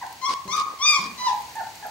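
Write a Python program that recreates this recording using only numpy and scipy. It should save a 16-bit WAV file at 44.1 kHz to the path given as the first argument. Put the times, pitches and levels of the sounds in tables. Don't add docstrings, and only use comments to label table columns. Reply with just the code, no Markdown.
import sys
import numpy as np
from scipy import signal
from scipy.fft import rfft, irfft
from scipy.io import wavfile
from scipy.ndimage import uniform_filter1d

SR = 44100
rng = np.random.default_rng(int(sys.argv[2]) if len(sys.argv) > 2 else 0)


def waveform_to_disk(signal):
    frames = np.transpose(np.atleast_2d(signal))
    scaled = np.clip(frames, -1, 1) * 32767
    samples = np.round(scaled).astype(np.int16)
    wavfile.write(sys.argv[1], SR, samples)


N = 83790

# t/s, level/dB
HISS_ENVELOPE = [(0, -45.5), (.75, -46.5), (1.15, -43), (1.45, -43), (1.9, -44.5)]
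# f/Hz, relative density/dB
HISS_SPECTRUM = [(20, -21), (45, -12), (70, -5.5), (100, -2), (150, -5), (280, -6), (560, -8), (850, 1),
                 (1240, -12), (2060, -4.5), (3500, -9), (4500, -4), (5200, -10), (6300, -8.5),
                 (9800, -18.5), (15500, -21.5)]
# start/s, length/s, top pitch/Hz, share of length before top, fractional pitch fall, level/dB
YIP_EVENTS = [(0.013, .028, 996.6, 0.075, 0.223, -32), (1.553, 0.061, 906.2, 0.42, .22, -31.5),
              (1.825, 0.034, 875, 0.44, 0.258, -33.5)]
# f/Hz, T60/s
ROOM_DECAY = [(200, .5), (1000, 0.49), (2400, 0.47), (5000, 0.4), (12000, 0.23)]
# f/Hz, gain/dB
ROOM_GAIN = [(200, -8), (1000, 3), (2400, -2.5), (5000, -8.5), (12000, 8)]
# f/Hz, left-right likeness (1 = mono)
STEREO_LIKENESS = [(100, 0.99), (500, 0.46), (1000, 0.63), (2500, 0.12), (5000, 0.21), (8000, 0.66),
                   (13000, 0.99)]
# start/s, level before envelope/dB, centre/Hz, width/octaves
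CLICK_EVENTS = [(0.065, -38, 2200, 1.6), (0.126, -38, 3000, 3.8), (0.334, -32, 4430, 0.41),
                (.478, -38, 2500, 1.2), (0.568, -36.5, 9000, .5), (.598, -26.5, 4400, 0.68),
                (0.737, -37.5, 616, 0.79), (1.017, -42, 11600, 0.032), (1.04, -30.5, 4300, 0.5),
                (1.421, -42.5, 9100, .5), (1.554, -38.5, 7400, 0.4), (1.611, -39, 11870, 0.018),
                (1.67, -41, 3940, 0.19), (1.755, -40.5, 7300, .5), (1.867, -41.5, 11600, 0.02)]
# t/s, pitch/Hz, fundamental/dB, even overtone drive/dB, odd overtone drive/dB
WHINE_CONTOURS = [
    [(.213, 1044, -45, -44, -42.5), (.24, 1032, -24.5, -34.5, -42.5), (.255, 1080, -36, -29, -27.5),
     (.268, 1137, -24, -56, -26), (.285, 1107, -25, -29, -52), (.305, 1012, -28.5, -42, -52)],
    [(.476, 1030, -29, -41, -53), (.498, 1042, -36, -30, -36.5), (.52, 1137, -30.5, -25.5, -25),
     (.538, 1234, -22, -34.5, -18), (.556, 1238, -20.5, -26, -39), (.578, 1134, -27.5, -32.5, -46),
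     (.61, 1067, -26.5, -38, -43)],
    [(.786, 1074, -57, -45, -45), (.803, 1046, -35, -43, -44), (.826, 1149, -27, -33.5, -24),
     (.848, 1205, -32.5, -37, -21), (.86, 1208, -27.5, -19.5, -19), (.89, 1220, -34, -14, -25.5),
     (.914, 1212, -26.5, -15, -24.5), (.932, 1142, -25.5, -23, -33.5), (.962, 1113, -30, -27.5, -25.5),
     (.99, 1033, -28.5, -38, -45)],
    [(1.176, 1013, -43.5, -42.5, -46), (1.205, 989.4, -31.5, -37.5, -39), (1.23, 1003, -25.5, -38.5, -41),
     (1.262, 1009, -22, -35, -30.5), (1.28, 926, -22.5, -32.5, -33.5), (1.297, 811.4, -31.5, -34.5, -50),
     (1.33, 852, -27.5, -60, -50)],
]
# tilt/dB per harmonic, left over right/dB, direct gain/dB
WHINE_AIMS = [(0.05, 8, -2), (0.87, 11, -6.5), (0.1, 3.5, 0.5), (-0.08, 5.5, -3)]
# f/Hz, gain/dB
THROAT_GAIN = [(500, -44), (1600, -9), (2100, -5), (2420, -3), (3000, -9), (3550, -3), (4020, 1.5),
               (4350, -10), (4870, -2.5), (5200, -5.5), (5600, 0.5), (6200, -6.5), (7300, -20.5),
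               (8500, -31), (9700, -33.5), (14000, -54)]
# start/s, length/s, brush level/dB, rub level/dB
RUSTLE_EVENTS = [(0.287, 0.056, -34.5, -42.5), (0.559, 0.066, -37, -50.5), (0.654, .1, -55.5, -51),
                 (0.982, 0.094, -40.5, -48), (1.262, 0.075, -45, -59)]
# f/Hz, relative level/dB
BRUSH_SPECTRUM = [(500, 8), (1500, 9), (3000, 11.5), (5000, 17.5), (7000, 3.5), (10000, -1.5), (15000, -31)]
# f/Hz, relative level/dB
RUB_SPECTRUM = [(30, -26), (120, -12), (280, 13.5), (600, 3.5), (1500, 6.5), (5000, -46)]
# start/s, length/s, first pitch/Hz, last pitch/Hz, level/dB, tilt/dB per harmonic
GRUNT_EVENTS = [(0.452, 0.033, 206, 173.6, -35.5, -6.5), (.99, 0.1057, 183.1, 239.5, -36, -19)]
# start/s, length/s, level/dB
SQUEAK_EVENTS = [(1.327, 0.11, -57), (1.5, 0.1, -60), (1.737, 0.084, -58.5)]


def amp(db):
    return 10 ** (np.asarray(db) / 20)


def unit_rms(x):
    return x / np.sqrt(np.mean(x ** 2) + 1e-20)


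def log_interp(points, hz):
    table_hz, value = np.transpose(points)
    return np.interp(np.log(hz + 1), np.log(table_hz + 1), value)


def add(mix, start_s, sound):
    part = mix[..., max(round(start_s * SR), 0):][..., :sound.shape[-1]]
    part += sound[..., :part.shape[-1]]


def bins_hz(size):
    return np.fft.rfftfreq(size, 1 / SR)


def fades(t, fade_s=.0025):
    return np.sin(np.pi / 2 * np.clip(np.minimum(t, t[-1] - t) / fade_s, 0, 1)) ** 2


def stereo_width(spectra, hz):
    likeness = log_interp(STEREO_LIKENESS, hz)
    mid = np.sqrt((1 + likeness) / 2) * spectra[0]
    side = np.sqrt((1 - likeness) / 2) * spectra[1]
    return np.array([mid + side, mid - side])


def noise(spectrum):
    hz = bins_hz(N)
    white = stereo_width(rfft(rng.standard_normal((2, N))), hz)
    return unit_rms(irfft(white * amp(log_interp(spectrum, hz)), N))


def waver(size, cutoff_hz, order):
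    rolloff = 1 + (bins_hz(N) / cutoff_hz) ** order
    return unit_rms(irfft(rfft(rng.standard_normal(N)) / rolloff, N))[:size]


def jittered_phase(hz, jitter=.0035):
    drift = waver(len(hz), cutoff_hz=238, order=2)
    return 2 * np.pi * np.cumsum(hz * (1 + jitter * drift)) / SR


def hiss(t):
    return amp(np.interp(t, *np.transpose(HISS_ENVELOPE))) * noise(HISS_SPECTRUM)


def whistle(t, hz=15625, level_db=-67.5):
    return np.sqrt(2) * amp(level_db) * np.sin(2 * np.pi * hz * t)


def yip(length_s, top_hz, top_share, fall, level_db, second_db=-8.5, tilt_db=-15):
    t = np.arange(0, length_s, 1 / SR)
    past_top = t / length_s - top_share
    sag_before = .12 * (2 * past_top) ** 2
    sag_after = fall * np.sin(np.pi / 2 * past_top / (1 - top_share)) ** 2
    hz = top_hz * (1 - np.where(past_top < 0, sag_before, sag_after))
    phase = jittered_phase(hz, jitter=.02)
    overtones = sum(amp(second_db + tilt_db * (k - 2)) * np.sin(k * phase) for k in range(2, 5))
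    return np.sqrt(2) * amp(level_db) * fades(t) * (np.sin(phase) + overtones)


def place(voice, direct_db, pan_db=0, lag_s=.00007):
    delay = np.exp(-2j * np.pi * bins_hz(N) * lag_s)
    right = irfft(rfft(voice, N) * delay, N)[:len(voice)]
    return np.array([voice * amp(direct_db + pan_db / 2), right * amp(direct_db - pan_db / 2), voice])


def room(feed, gap_s=.005):
    band_hz, t, frames = signal.stft(rng.standard_normal((2, SR)), SR, nperseg=256)
    t60_s = log_interp(ROOM_DECAY, band_hz)[:, None]
    tail = signal.istft(frames * amp(-60 * t / t60_s) / np.sqrt(t60_s), SR, nperseg=256)[1][:, :SR]
    hz = bins_hz(SR)
    spectra = stereo_width(rfft(tail), hz)
    spectra /= np.sqrt(uniform_filter1d(abs(spectra) ** 2, size=120, axis=1))
    spectra *= amp(log_interp(ROOM_GAIN, hz))
    response = np.zeros((2, SR))
    add(response, gap_s, irfft(spectra, SR)[:, :SR * 3 // 4])
    return signal.fftconvolve(feed, response, axes=1)[:, :N]


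def click(level_db, centre_hz, width_oct, attack_s=.00059, decay_s=.004):
    t, hz = np.arange(2048) / SR, bins_hz(2048)
    band = np.exp(-.5 * (np.log2((hz + 1) / centre_hz) / width_oct) ** 2)
    white = stereo_width(rfft(rng.standard_normal((2, len(t)))), hz)
    burst = unit_rms(irfft(white * band))
    return amp(level_db) * burst * np.minimum(t / attack_s, 1) * np.exp(-t / decay_s)


def whine(contour, tilt_db, air_db=-24.5):
    knots_s, *curves = np.transpose(contour)
    t = np.arange(0, knots_s[-1] - knots_s[0], 1 / SR)
    hz, fundamental_db, even_db, odd_db = (
        uniform_filter1d(np.interp(t + knots_s[0], knots_s, curve), size=300) for curve in curves)
    phase = jittered_phase(hz)
    overtones = np.zeros(len(t))
    for k in range(2, 13):
        drive_db = (odd_db if k % 2 else even_db) + tilt_db * (k - 7.5)
        overtones += amp(drive_db + log_interp(THROAT_GAIN, k * hz)) * np.sin(k * phase)
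    shimmer = 1 + .088 * waver(len(t), cutoff_hz=300, order=4)
    fundamental = amp(fundamental_db) * shimmer * np.sin(phase)
    air = amp(air_db + (even_db + odd_db) / 2) * noise(THROAT_GAIN)[0, :len(t)]
    air *= 1 + np.cos(phase)
    return np.sqrt(2) * fades(t) * (fundamental + overtones + air)


def rustle(length_s, brush_db, rub_db, grain_db=2.53):
    t = np.arange(0, length_s, 1 / SR)
    grain = amp(grain_db * unit_rms(uniform_filter1d(rng.standard_normal(N), size=120)))
    friction = amp(brush_db) * noise(BRUSH_SPECTRUM) + amp(rub_db) * noise(RUB_SPECTRUM)
    return fades(t, fade_s=.0041) * (grain * friction)[:, :len(t)]


def grunt(length_s, first_hz, last_hz, level_db, tilt_db):
    t = np.arange(0, length_s, 1 / SR)
    phase = jittered_phase(np.linspace(first_hz, last_hz, len(t)), jitter=.081)
    harmonics = sum(amp(tilt_db * k) * np.sin((k + 1) * phase) for k in range(3))
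    return np.sqrt(2) * amp(level_db) * fades(t, fade_s=.0041) * harmonics


def squeak(length_s, level_db, first_hz=13800, rise_hz=390):
    t = np.arange(0, length_s, 1 / SR)
    phase = jittered_phase(first_hz + rise_hz * np.sin(2 * t / length_s))
    return np.sqrt(2) * amp(level_db) * fades(t, fade_s=.02) * np.sin(phase)


def scene():
    voices, near, t = np.zeros((3, N)), np.zeros((2, N)), np.arange(N) / SR
    for contour, (tilt_db, pan_db, direct_db) in zip(WHINE_CONTOURS, WHINE_AIMS):
        add(voices, contour[0][0], place(whine(contour, tilt_db), direct_db, pan_db))
    for start_s, *settings in YIP_EVENTS:
        add(voices, start_s, place(yip(*settings), direct_db=-3.5))
    for start_s, *settings in GRUNT_EVENTS:
        add(voices, start_s, place(grunt(*settings), direct_db=-6.5))
    for source, events in ((rustle, RUSTLE_EVENTS), (click, CLICK_EVENTS), (squeak, SQUEAK_EVENTS)):
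        for start_s, *settings in events:
            add(near, start_s, source(*settings))
    room_feed = voices[2] + amp(-27) * near
    return hiss(t) + whistle(t) + voices[:2] + near + room(room_feed)


def record(dry, cutoff_hz=15900):
    taps = signal.firwin(511, cutoff_hz, window=("kaiser", 9), fs=SR)
    return signal.oaconvolve(dry, taps[None], "same")


dry = scene()
out = record(dry)
waveform_to_disk(out)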